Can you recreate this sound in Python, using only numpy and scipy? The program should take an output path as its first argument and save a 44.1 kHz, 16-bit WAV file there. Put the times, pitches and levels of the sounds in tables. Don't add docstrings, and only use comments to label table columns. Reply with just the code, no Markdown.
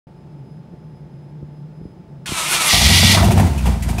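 import sys
import numpy as np
from scipy import signal
from scipy.fft import rfft, irfft, next_fast_len
from scipy.io import wavfile
from scipy.ndimage import uniform_filter1d, map_coordinates

SR = 44100
rng = np.random.default_rng(int(sys.argv[2]) if len(sys.argv) > 2 else 0)


def bounce(signal):
    frames = np.transpose(np.atleast_2d(signal))
    limited = np.clip(frames, -1, 1)
    pcm = np.round(limited * 32767).astype(np.int16)
    wavfile.write(sys.argv[1], SR, pcm)


N = 176400
T = np.arange(N) / SR

# time_s, firing_rate_hz
ENGINE_SPEED = [(2.72, 49.6), (2.8, 60.7), (2.9, 88.2), (3.05, 91.5), (3.28, 102.5), (3.42, 92.4),
                (3.55, 66), (3.7, 58.6), (4, 57)]


def amp(db):
    return 10 ** (np.asarray(db) / 20)


def unit(x):
    return x / np.sqrt(np.mean(x ** 2) + 1e-20)


def curves(rows):
    times, *columns = np.transpose(rows)
    return [np.interp(T, times, column) for column in columns]


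def wobble(rate):
    return map_coordinates(rng.standard_normal(4096), [T * rate], mode="wrap")


def noise():
    return rng.standard_normal(N)


def tone(hz):
    return unit(np.sin(2 * np.pi * np.cumsum(hz) / SR))


def rough_tone(hz, width_hz):
    return tone(hz + width_hz / 2 * wobble(2 * width_hz))


def filtered(x, response):
    size = next_fast_len(N + SR // 2)
    return irfft(rfft(x, size) * response(np.fft.rfftfreq(size, 1 / SR)), size)[:N]


def coloured(x, points):
    hz, db = np.transpose(points)
    return unit(filtered(x, lambda f: amp(np.interp(np.log(f + 1), np.log(hz + 1), db))))


def resonate(x, modes):
    def response(f):
        return sum((-1) ** k * amp(db) * 1j * f * width / (hz * hz - f * f + 1j * f * width)
                   for k, (hz, width, db) in enumerate(modes))
    return unit(filtered(x, response))


def burst(start, t60, attack_s):
    age = np.maximum(T - start, 0)
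    return (1 - np.exp(-age / attack_s)) * np.exp(-np.log(1000) * age / t60)


def swell(centre, half):
    return np.exp(-((T - centre) / half) ** 2)


def pulses(rate, jitter_s, scatter_db, pattern_db=(0,)):
    cycles = np.cumsum(rate) / SR
    k = np.arange(int(cycles[-1]) + 1)
    chance = rng.standard_normal((16384, 2))[k]
    times = np.interp(k + 1e-6, cycles, T) + jitter_s * chance[:, 0]
    sizes = amp(scatter_db * chance[:, 1] + np.take(pattern_db, k, mode="wrap"))
    return np.bincount(np.clip(times * SR, 0, N - 1).astype(int), sizes, N)


def drone():
    # time_s, pitch_hz, level_db
    course = [(0.08, 163.6, -51), (0.24, 143.4, -76), (0.29, 157.1, -37), (0.44, 135.4, -36.5),
              (0.63, 167, -43.5), (1.13, 142.9, -39.5), (1.75, 149, -36), (1.82, 171.1, -35.5),
              (2.02, 132.3, -72), (2.13, 137.1, -35.5), (2.42, 142.2, -45.5), (2.5, 124, -70)]
    hz, db = curves(course)
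    return amp(db - 0.5 + 0.87 * wobble(17.99)) * tone(hz + 3 * wobble(24.9))


def thin_whine():
    # centre_s, half_length_s
    swells = [(0.514, 0.063), (0.932, 0.072), (1.169, 0.041), (1.571, 0.0463), (1.85, 0.087)]
    load = sum(swell(s, half) for s, half in swells)
    pitch_hz = 5080 - 44.7 * load + 8 * wobble(38.2)
    level_db = -76.5 + 5.5 * load + 2.7 * wobble(44.7)
    return amp(level_db) * sum(amp(-10 * k) * tone((k + 1) * pitch_hz) for k in range(3))


def background():
    # frequency_hz, gain_db
    air_spectrum = [(18, -57), (30, -23), (69, -11.5), (107, -14), (147, 1.5), (253, -15), (355, -14.5),
                    (448, -20.5), (881, -27.5), (1030, -33), (4540, -49), (15000, -66)]
    tones = drone() + thin_whine()
    whistle = amp(-62) * tone(871 + 1.93 * wobble(22.6))
    air = amp(-40) * coloured(noise(), air_spectrum)
    fade_in = np.clip((T - 0.069) / .002, 0, 1)
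    return (tones + whistle + air) * fade_in


def soft_thumps():
    # start_s, level_db
    thumps = [(0.736, -30.5), (1.426, -25), (1.814, -28), (1.853, -25), (2.289, -24), (2.319, -18.5)]
    # pitch_hz, width_hz, gain_db
    body_modes = [(75.4, 37, 5), (178, 49, 8), (390, 320, 2.5)]
    pushes = np.bincount([round(s * SR) for s, _ in thumps], [amp(db) for _, db in thumps], N)
    body = filtered(resonate(pushes, body_modes), lambda hz: 1 / (1 + 1j * hz / 480) ** 4)
    rustle = coloured(noise(), [(30, -15), (90, -6), (430, 9), (750, -32), (8000, -70)])
    rustle *= sum(amp(db - 10) * burst(s, t60=.045, attack_s=0.0016) for s, db in thumps)
    return body * pushes.max() / np.abs(body).max() + rustle


def clacks():
    # start_s, level_db, pitch_hz, width_hz, t60_s
    impacts = [(2.258, -26, 1747, 400, 0.051), (2.275, -25, 3220, 230, 0.13), (2.536, -23, 2004, 90, 0.097),
               (2.603, -23, 3100, 200, 0.084)]
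    return sum(amp(db) * burst(s, t60, attack_s=0.001) * resonate(noise(), [(hz, width, 0)])
               for s, db, hz, width, t60 in impacts)


def scrapes():
    # centre_s, level_db, half_length_s
    slips = [(2.52, -23.5, .035), (2.677, -21.5, 0.03)]
    # frequency_hz, gain_db
    spectrum = [(4000, -40), (8500, -2), (10500, 0), (13000, -13), (15500, -19)]
    return coloured(noise(), spectrum) * sum(amp(db) * swell(s, half) for s, db, half in slips)


def starter():
    # time_s, level_db
    load = [(2.265, -28.5), (2.361, -23.5), (2.391, -18.5), (2.485, -22.5), (2.547, -14), (2.597, -21.5),
            (2.607, -15), (2.7, -18)]
    # time_s, tooth_rate_hz
    mesh = [(2.26, 365), (2.33, 337), (2.4, 319), (2.46, 305), (2.485, 355), (2.515, 365), (2.56, 343),
            (2.61, 325), (2.69, 294)]
    # frequency_hz, gain_db
    tooth_spectrum = [(200, -50), (340, -6.5), (700, -1.5), (1280, -6.5), (1600, -6.5), (2100, 3.5),
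                      (7000, -7.5), (15000, -21)]
    # frequency_hz, gain_db
    housing = [(150, -9.5), (450, -11), (800, -4), (1300, 0), (1650, -6.5), (2200, -4.5), (3500, -2.5),
               (5200, -8), (9000, -4.5), (12500, -15), (15500, -38)]
    # harmonic_number, gain_db
    harmonics = [(3, -6.5), (4, -1.5), (7, -4.5), (12, -5)]
    # time_s, level_db
    harmonic_level = [(2.3, -39.5), (2.41, -32), (2.46, -35.5), (2.67, -30.5)]
    engage_s, stop_s, release_s = 2.259, 2.7, 0.014
    load_db, = curves(load)
    mesh_hz, = curves(mesh)
    impacts = pulses(mesh_hz * (1 + .012 * wobble(90)), jitter_s=.00004, scatter_db=2.5)
    teeth = coloured(impacts, tooth_spectrum)
    casing_response = (noise() * burst(0, t60=0.081, attack_s=0.00032))[:SR // 20]
    whine = unit(signal.fftconvolve(teeth, casing_response)[:N]) + .5 * teeth
    whine *= amp(2.6 * wobble(21.87))
    rasp = coloured(noise() * amp(0.86 * wobble(500)), housing)
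    overtones = amp(curves(harmonic_level)[0] + 2.5 * wobble(120))
    overtones *= sum(amp(db) * rough_tone(order * mesh_hz, width_hz=24) for order, db in harmonics)
    engaged = (T > engage_s) * np.exp(-np.maximum(T - stop_s, 0) / release_s)
    return engaged * (amp(load_db - 1) * unit(rasp + amp(-4) * whine) + overtones)


def pinion():
    # time_s, level_db
    grind = [(2.62, -60), (2.69, -13.5), (2.74, -12), (2.79, -14), (2.83, -12), (3.15, -14), (3.2, -39),
             (3.28, -31.5), (3.4, -70)]
    # frequency_hz, gain_db
    spectrum = [(650, -19), (1100, -12), (1350, -9), (1780, -12), (1920, -1), (2800, -2.5), (3560, 1),
                (4900, -2.5), (10500, -12.5), (13100, -15), (15500, -28)]
    # pitch_hz, gain_db
    ring_modes = [(1906, -3.5), (1986, 6.5), (2290, -6), (2835, 7), (3205, -0.5), (3305, 4), (3456, 1.5),
                  (3612, 4), (4064, -5.5), (4247, 4), (4683, -1)]
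    teeth_per_firing, ring_width_hz, shimmer_width_hz = 21, 24, 30
    grind_db, = curves(grind)
    firing_hz, = curves(ENGINE_SPEED)
    teeth = pulses(firing_hz * teeth_per_firing, jitter_s=.00015, scatter_db=5.5)
    blows = unit(teeth / np.sqrt(firing_hz)) + 0.93 * noise()
    ring = amp(-6.5) * resonate(blows, [(hz, ring_width_hz, db) for hz, db in ring_modes])
    scrape = amp(-1.5) * coloured(blows, spectrum)
    shimmer_bands = [(hz, shimmer_width_hz, 0) for hz in rng.uniform(5000, 11000, size=24)]
    shimmer = amp(-14) * coloured(resonate(blows, shimmer_bands), spectrum)
    envelope = amp(grind_db + 1.3 * wobble(60)) * (T > grind[0][0])
    return envelope * (scrape + ring + shimmer)


def spits():
    # start_s, hiss_db, ring_db, ring_hz, width_hz, t60_s
    events = [(3.171, -45, -17.5, 1114, 209, 0.18), (3.241, -23, -27.5, 2730, 400, 0.077),
              (3.314, -25.5, -28, 2500, 400, 0.1), (3.576, -37.5, -34.5, 2580, 170, 0.15),
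              (3.66, -33.5, -29.5, 2780, 500, 0.093), (3.822, -32.5, -33, 2120, 450, 0.13),
              (3.886, -34.5, -38, 2478, 500, 0.17), (3.981, -29, -28, 2500, 110, .07)]
    # frequency_hz, gain_db
    spectrum = [(800, -66), (2500, 5), (8000, 11), (12000, 8.5), (16000, -4)]
    hiss = coloured(noise(), spectrum)
    sound = np.zeros(N)
    for start, hiss_db, ring_db, hz, width, t60 in events:
        ring = amp(ring_db) * resonate(noise(), [(hz, width, 0)])
        sound += burst(start, t60, attack_s=0.0036) * (amp(hiss_db) * hiss + ring)
    return sound


def hard_firings():
    # start_s, bark_db, boom_db, bark_t60_s
    firings = [(2.728, -21.5, -27, 0.27), (2.808, -22, -27, 0.18), (2.899, -19, -21, 0.097),
               (3.028, -15, -17, 0.055), (3.134, -20, -25.5, 0.37), (3.2, -32, -15, 0.096),
               (3.225, -17.5, -21, 0.12), (3.306, -15.5, -15, 0.075), (3.375, -16.5, -22, 0.12),
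               (3.397, -15, -20, 0.066), (3.463, -25, -25, 0.13), (3.654, -25, -29, 0.26),
               (3.883, -26, -30, 0.14), (3.981, -25, -23.5, 0.1)]
    # frequency_hz, gain_db
    bark_spectrum = [(150, -28), (250, -21), (377, -9), (540, -13.5), (699, -1), (1560, -19.5), (1730, -17),
                     (2750, -22), (4080, -27.5), (10100, -28.5), (15000, -35)]
    # pitch_hz, width_hz, gain_db
    bark_modes = [(682, 43, 1), (782, 32, -4), (938, 30, -7)]
    # pitch_hz, width_hz, gain_db
    boom_modes = [(175, 97, -2.5), (248, 35, 0), (345, 50, -3)]
    # centre_s, level_db, half_length_s, pitch_hz
    throat = [(3.33, -24, 0.029, 359.7)]
    boom_decay_ratio = 2.46
    rush = coloured(noise(), bark_spectrum)
    ring = resonate(coloured(noise(), [(300, -20), (650, -2.5), (1050, 3.5), (2000, -27)]), bark_modes)
    barks = amp(-1.5) * rush + amp(-5) * ring
    barks *= sum(amp(db) * burst(s, t60, attack_s=.002) for s, db, _, t60 in firings)
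    booms = resonate(coloured(noise(), [(100, 9.0), (350, -3), (900, -11)]), boom_modes)
    booms *= sum(amp(db) * burst(s, boom_decay_ratio * t60, attack_s=0.0041)
                 for s, _, db, t60 in firings)
    growl = sum(amp(db) * swell(s, half) * rough_tone(hz, width_hz=38) for s, db, half, hz in throat)
    return 1.29 * barks + booms + growl


def engine():
    # time_s, level_db
    strength = [(2.74, -17.5), (2.82, -15.5), (2.87, -8.5), (2.98, -13), (3.055, -9), (3.14, -12.5),
                (3.215, -9), (3.245, -9), (3.285, -6.5), (3.335, -12), (3.405, -6), (3.52, -15),
                (3.62, -16), (3.675, -9), (3.735, -14), (3.79, -22.5), (3.904, -14.5), (3.964, -21),
                (4.0, -16)]
    cylinders = [3.5, -4, 0, -6, 1.5, -3.5, 0.5, 2.5]
    # pitch_hz, width_hz, gain_db
    pipe_modes = [(62.7, 8.2, 3), (88, 17.1, 0.5), (119.6, 26.4, -6.5), (151, 31.6, -5),
                  (182.5, 38.2, -6.5), (227.8, 26, -10.5), (343, 19, -24.5)]
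    # frequency_hz, gain_db
    gas_spectrum = [(60, -35), (120, 2.5), (220, 3.5), (300, -6), (500, -12), (680, -2.5), (800, -13),
                    (930, -2), (1150, -34), (3500, -57)]
    # frequency_hz, gain_db
    clatter_spectrum = [(590, -9), (1000, 2.5), (1100, -1), (2200, -2), (4050, -7), (9250, -10.5),
                        (15500, -22)]
    catch_s, puff_decay_s = 2.727, .007
    firing_hz, = curves(ENGINE_SPEED)
    strength_db, = curves(strength)
    running = T > catch_s
    firings = pulses(firing_hz * running, jitter_s=0.00114, scatter_db=2.5, pattern_db=cylinders)
    puff_shape = np.exp(-T[:SR // 10] / puff_decay_s)
    puffs = signal.fftconvolve(firings ** .6, puff_shape)[:N]
    puffs /= np.sqrt(np.mean(puffs[running] ** 2))
    pipe = resonate(unit(firings) + 0.046 * puffs * noise(), pipe_modes)
    pipe = signal.sosfilt(signal.butter(2, [40, 520], "band", fs=SR, output="sos"), pipe)
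    pipe /= np.sqrt(np.abs(uniform_filter1d(pipe ** 2, SR // 20)) + .01)
    gas = puffs * coloured(noise(), gas_spectrum)
    clatter = (0.72 + 0.12 * puffs) * coloured(noise(), clatter_spectrum)
    mean_db = strength_db[running].mean()
    effort_db = strength_db - mean_db
    pipe *= amp(effort_db - 2.5)
    gas *= amp(0.85 * effort_db - 15.5)
    clatter *= amp(0.88 * effort_db - 21.5)
    return running * amp(mean_db) * (pipe + gas + clatter)


def scene():
    truck = starter() + clacks() + scrapes() + pinion() + engine() + hard_firings() + 1.6 * spits()
    truck = filtered(truck, lambda hz: 1 - 1 / (1 + (hz / 30) ** 6))
    tail = (noise() * burst(0.03, t60=0.26, attack_s=.02))[:SR // 2]
    trees = signal.fftconvolve(truck, tail / np.linalg.norm(tail))[:N]
    return (truck + amp(-10) * trees + background() + soft_thumps())[None]


def record(dry):
    ceiling, top_hz = .8, 15700
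    rounded = dry[0] / (1 + np.abs(dry[0] / ceiling) ** 8) ** (1 / 8)
    return filtered(rounded, lambda hz: hz < top_hz)[None]


dry = scene()
out = record(dry)
bounce(out)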